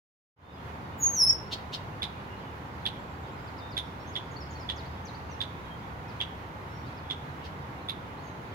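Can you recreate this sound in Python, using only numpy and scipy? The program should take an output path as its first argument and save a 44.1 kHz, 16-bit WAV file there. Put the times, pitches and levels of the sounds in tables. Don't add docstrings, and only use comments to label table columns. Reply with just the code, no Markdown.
import sys
import numpy as np
from scipy import signal
from scipy.fft import rfft, irfft, next_fast_len
from scipy.io import wavfile
from scipy.ndimage import uniform_filter1d

SR = 44100
rng = np.random.default_rng(int(sys.argv[2]) if len(sys.argv) > 2 else 0)


def dump(signal):
    limited = np.clip(np.atleast_2d(signal).T, -1, 1)
    pcm = np.round(limited * 32767).astype(np.int16)
    wavfile.write(sys.argv[1], SR, pcm)


N = 376613
TIME = np.arange(N) / SR


def from_db(db):
    return 10 ** (np.asarray(db) / 20)


def unit_rms(x):
    return x / np.sqrt(np.mean(x ** 2) + 1e-20)


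def follow(rows):
    times, *columns = np.transpose(rows)
    return [np.interp(TIME, times, column) for column in columns]


def at_hz(points, hz):
    knots_hz, values = np.transpose(points)
    return np.interp(np.log(np.maximum(hz, 1)), np.log(knots_hz), values)


def drift(rate_hz):
    return unit_rms(np.interp(TIME * rate_hz, np.arange(N), rng.standard_normal(N)))


def bump(t, middle, width):
    return np.exp(-((t - middle) / width) ** 2 / 2)


def phase_of(hz):
    return 2 * np.pi * np.cumsum(hz) / SR


def add(track, start_s, sound):
    start = min(round(start_s * SR), N)
    track[start:start + len(sound)] += sound[:N - start]


def delayed(x, delay_s):
    return np.interp(TIME - delay_s, TIME, x, left=0)


def placed(x, pan_db, left_lag_s=0):
    return np.array([np.roll(x, round(left_lag_s * SR)), x]) * from_db([[pan_db / 2], [-pan_db / 2]])


def noise(spectrum):
    hz = np.arange(N // 2 + 1) * SR / N
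    return unit_rms(irfft(rfft(rng.standard_normal(N)) * from_db(at_hz(spectrum, hz)), N))


def diffuse(spectrum):
    # frequency_hz, correlation
    coherence = [(60, 1), (130, .94), (290, 0.87), (640, 0.52), (1000, -0.082), (1400, -0.41),
                 (2400, 0.047), (15000, -0.065)]
    # frequency_hz, left_minus_right_db
    balance = [(60, 2.1), (250, -1), (600, 1.6), (1400, -2.5), (2500, -5), (6000, 1.5), (15000, 1)]
    size = next_fast_len(N, True)
    hz = np.arange(size // 2 + 1) * SR / size
    alike = np.clip(at_hz(coherence, hz), -.99, .99)
    signs = np.array([[1], [-1]])
    mid, side = rfft(rng.standard_normal((2, size))) * from_db(at_hz(spectrum, hz))
    channels = np.sqrt(1 + alike) * mid + np.sqrt(1 - alike) * side * signs
    channels *= from_db(signs * at_hz(balance, hz) / 2)
    return unit_rms(irfft(channels, size)[:, :N])


def trees(x, near_db, near_t60_s, far_db, far_t60_s):
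    t = np.arange(SR) / SR
    build_up = np.clip((t - .002) / .007, 0, 1)
    sparse_echoes = rng.standard_normal((2, SR)) * (rng.random((2, SR)) < .08)
    crown = sparse_echoes * from_db(-60 * t / near_t60_s) * build_up
    wood = rng.standard_normal((2, SR)) * from_db(-60 * t / far_t60_s) * np.minimum(t / .017, 1)
    response = (from_db(near_db) * unit_rms(crown) + from_db(far_db) * unit_rms(wood)) / np.sqrt(SR)
    return signal.fftconvolve(x[None], response, axes=1)[:, :N]


def background(rumble_db=-41, leaves_db=-49.5, hum_hz=78):
    # frequency_hz, density_db
    traffic_spectrum = [(15, -61), (25, -37), (57, -8), (76, -1.5), (143, -2.5), (232, -10), (275, -9),
                        (338, -12.5), (394, -11), (437, -14), (484, -11), (605, -15), (928, -9),
                        (1500, -19.5), (1950, -47.5), (3300, -120)]
    # frequency_hz, density_db
    leaf_spectrum = [(1000, -4.5), (1400, 3.5), (2000, 1), (2600, -6), (3600, -10), (5000, -17.5),
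                     (6800, -21), (8000, -28.5), (9500, -27.5), (12000, -25.5), (16000, -26.5)]
    # time_s, level_db
    engine_swell = [(2.3, -51), (3.3, -61), (4.7, -42), (5.7, -55), (7.1, -49.5), (8.54, -59)]
    engine_db, = follow(engine_swell)
    rumble = from_db(rumble_db + .15 * drift(11)) * diffuse(traffic_spectrum)
    hiss = from_db(leaves_db + .5 * drift(12)) * diffuse(leaf_spectrum)
    engine = from_db(engine_db + drift(5.4)) * np.sin(phase_of(hum_hz + 3 * drift(14)))
    return (rumble + hiss + engine) * from_db([[-.4], [.4]])


def note(length_s, start_hz, middle_hz, end_hz, waver=.01):
    progress = np.linspace(0, 1, max(round(length_s * SR), 8))
    hz = np.polyval(np.polyfit([0, .5, 1], [start_hz, middle_hz, end_hz], 2), progress)
    hz *= 1 + waver * np.interp(progress, np.linspace(0, 1, 10), rng.standard_normal(10))
    return np.sqrt(np.abs(np.sin(np.pi * progress))) * np.sin(phase_of(hz))


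def far_flock(level_db=-61, low_hz=2400, high_hz=5000, glide=.1, count=230):
    song = np.zeros(N)
    for when, pitch, slope, length, loudness in rng.random((count, 5)):
        hz = low_hz * (high_hz / low_hz) ** pitch
        bend = glide * (2 * slope - 1)
        chirp = note(.023 + .05 * length, hz * (1 + bend), hz, hz * (1 - bend))
        add(song, when * N / SR, from_db(level_db + 4.8 * loudness - 10 * pitch) * chirp)
    return trees(song, near_db=1.5, near_t60_s=.071, far_db=-2, far_t60_s=.84)


def twitter(flutter_db=3, tsip_start_s=2.98, tsip_every_s=.111, tsip_db=-72, tsip_count=5):
    # offset_s, length_s, start_hz, middle_hz, end_hz, gain_db
    slur = [(0, 0.036, 5700, 4650, 3700, 1)]
    stutter = [(0, 0.0176, 7230, 6600, 6140, -7), (.019, .021, 7100, 6330, 5400, -9),
               (.048, .023, 4280, 4480, 4500, -0.5), (.091, .039, 5560, 5200, 4540, 0)]
    swoop = [(0, .056, 7100, 4740, 3650, 1), (.089, 0.022, 3810, 4410, 5100, -3)]
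    # start_s, level_db
    slurs = [(3.462, -60.5), (3.575, -59), (3.707, -56.5), (4.13, -57), (6.083, -60), (6.852, -63),
             (6.968, -59)]
    stutters = [(4.31, -52.5), (4.504, -52.5)]
    swoops = [(4.758, -54), (5.048, -53)]
    # start_s, length_s, start_hz, end_hz, level_db
    peeps = [(.42, 0.13, 3610, 3530, -62), (2.3, 0.068, 2800, 2865, -55), (2.39, 0.12, 3150, 2860, -60),
             (3.236, 0.055, 3700, 3720, -60), (3.595, 0.1, 3650, 3670, -55), (3.846, .05, 5570, 5350, -64),
             (3.993, 0.05, 5430, 5540, -60), (4.056, 0.055, 5800, 6950, -63),
             (5.297, 0.055, 6600, 5070, -60.5), (5.7, .036, 3220, 3170, -54.5),
             (6.693, 0.13, 5280, 5640, -63.5), (6.82, .08, 3450, 4050, -63), (8.217, 0.12, 6650, 6380, -67)]
    song = np.zeros(N)
    for syllable, repeats in (slur, slurs), (stutter, stutters), (swoop, swoops):
        for start_s, level_db in repeats:
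            for offset_s, length_s, *pitches_hz, gain_db in syllable:
                add(song, start_s + offset_s, from_db(level_db + gain_db) * note(length_s, *pitches_hz))
    for start_s, length_s, start_hz, end_hz, level_db in peeps:
        peep = note(length_s, start_hz, (start_hz + end_hz) / 2, end_hz)
        add(song, start_s, from_db(level_db) * peep)
    for k in range(tsip_count):
        tsip = note(length_s=.04, start_hz=7250, middle_hz=7370, end_hz=7250)
        add(song, tsip_start_s + k * tsip_every_s, from_db(tsip_db) * tsip)
    song *= from_db(flutter_db * drift(220))
    return placed(song, pan_db=7) + trees(song, near_db=-2.5, near_t60_s=.081, far_db=-2, far_t60_s=.99)


def chucks(flutter_db=1.5):
    # peak_s, level_db, width_s
    bursts = [(1.527, -38, 0.0086), (1.739, -38.5, 0.0087), (7.452, -52.5, 0.01)]
    # frequency_hz, density_db
    spectrum = [(1500, -36), (2300, -16.5), (2900, -1.5), (3600, -1), (4300, -2.5), (5200, -8),
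                (7000, -21.5), (9000, -28), (12000, -35), (16000, -27)]
    swell = sum(from_db(level_db) * bump(TIME, peak_s, width_s) for peak_s, level_db, width_s in bursts)
    call = noise(spectrum) * swell * from_db(flutter_db * drift(900))
    scattered = trees(call, near_db=3.5, near_t60_s=.062, far_db=-6.5, far_t60_s=.33)
    return placed(call, pan_db=-2) + scattered


def check(pitch_hz, snap_db, third_db, rasp_db=-10.5, crack_db=-24, crack_top_hz=7000):
    t = np.arange(SR // 50) / SR
    rasp_s, rasp_hz, octaves_per_s, rasp_roughness = .0078, 2555, 221, .3
    snap_s, snap_width_s, snap_fall, snap_roughness = .0108, .00073, .16, .067
    pip = bump(t, middle=.0022, width=.0014)
    rasp = bump(t, rasp_s, width=.0023)
    snap = bump(t, snap_s, snap_width_s)
    jitter, air = rng.standard_normal((2, len(t)))
    jitter = unit_rms(uniform_filter1d(jitter, size=8))
    air = signal.sosfilt(signal.butter(2, crack_top_hz, fs=SR, output="sos"), air)
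    fall = snap_fall * np.tanh((snap_s - t) / (2 * snap_width_s)) * (t > rasp_s)
    phase = phase_of(pitch_hz * (1 + fall + snap_roughness * snap * jitter))
    tone = np.sin(phase) + from_db(third_db) * np.sin(3 * phase)
    sweep_hz = rasp_hz * 2 ** (octaves_per_s * (t - rasp_s))
    sweep = np.sin(phase_of(sweep_hz * (1 + rasp_roughness * jitter)))
    crack = from_db(crack_db) * (snap + rasp) * air
    return tone * (pip + from_db(snap_db) * snap) + from_db(rasp_db) * rasp * sweep + crack


def checks(trunk_delay_s=.0095, bark_cutoff_hz=3600):
    # start_s, level_db, pitch_hz, snap_over_pip_db, third_harmonic_db, trunk_echo_db
    calls = [(2.0206, -24, 3480, 3.5, -26.5, -1), (2.8540, -24, 3435, 5, -26.5, -2),
             (3.7680, -23.5, 3485, 4, -22, -2), (4.1540, -26.5, 3437, 5, -31, -2),
             (4.6897, -24.5, 3440, 2, -34, -8), (5.405, -24.5, 3530, 3.5, -28.5, -9),
             (6.2030, -24, 3344, 5, -39, -5), (7.1, -26, 3440, 4.5, -40, -6),
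             (7.8863, -27, 3546, 2.5, -20.5, -1)]
    # delay_s, gain_db
    branches = [(.0034, -11), (.0133, -16)]
    call, trunk = np.zeros((2, N))
    for start_s, level_db, pitch_hz, snap_db, third_db, trunk_db in calls:
        sound = check(pitch_hz, snap_db, third_db)
        add(call, start_s, from_db(level_db) * sound)
        add(trunk, start_s + trunk_delay_s, from_db(level_db + trunk_db) * sound)
    echoes = trunk + sum(from_db(db + 2.3 * drift(1.4)) * delayed(call, lag) for lag, db in branches)
    bark = signal.butter(1, bark_cutoff_hz, fs=SR, output="sos")
    near = placed(call + signal.sosfilt(bark, echoes), pan_db=-7.5, left_lag_s=.00042)
    scattered = trees(call, near_db=1.5, near_t60_s=.097, far_db=-11, far_t60_s=.64)
    return near + scattered * from_db([[-4], [0]])


def whistle(third_db=-43, waver=.0045, scoop_hz=1900, scoop_s=.0087, attack_s=.032, release_s=.014):
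    # time_s, pitch_hz, level_db, octave_overtone_db
    contour = [(1.007, 6740, -38, -11.5), (1.039, 6590, -21.5, -25.5), (1.074, 6520, -28.5, -25.5),
               (1.142, 6490, -34, -21), (1.18, 5730, -26, -22.5), (1.218, 5282, -18, -21),
               (1.251, 5277, -24, -14), (1.294, 5400, -18.5, -34.5), (1.327, 5460, -31.5, -24)]
    pitch_hz, level_db, octave_db = follow(contour)
    first_s, last_s = contour[0][0], contour[-1][0]
    age_s = np.maximum(TIME - first_s + attack_s, 0)
    scoop = scoop_hz * np.exp(-age_s / scoop_s)
    phase = phase_of((pitch_hz + scoop) * (1 + waver * drift(300)))
    edges = np.maximum(first_s - TIME, 0) / attack_s + np.maximum(TIME - last_s, 0) / release_s
    amplitude = from_db(level_db) * (edges < 1)
    tone = amplitude * from_db(-36 * edges) * np.sin(phase)
    overtones = from_db(octave_db) * np.sin(2 * phase) + from_db(third_db) * np.sin(3 * phase)
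    overtones *= amplitude * from_db(-4.5 * edges)
    direct = placed(tone, pan_db=-1) + placed(overtones, pan_db=4, left_lag_s=.00003)
    return direct + trees(tone + overtones, near_db=.5, near_t60_s=.12, far_db=-12, far_t60_s=.42)


def scene():
    return whistle() + checks() + chucks() + twitter() + far_flock() + background()


def record(dry):
    fade_start_s, fade_length_s, cutoff_hz = .36, .33, 15850
    fade = np.clip((TIME - fade_start_s) / fade_length_s, 0, 1)
    low_pass = signal.ellip(12, .1, 80, cutoff_hz, fs=SR, output="sos")
    return signal.sosfilt(low_pass, dry * fade)


dry = scene()
out = record(dry)
dump(out)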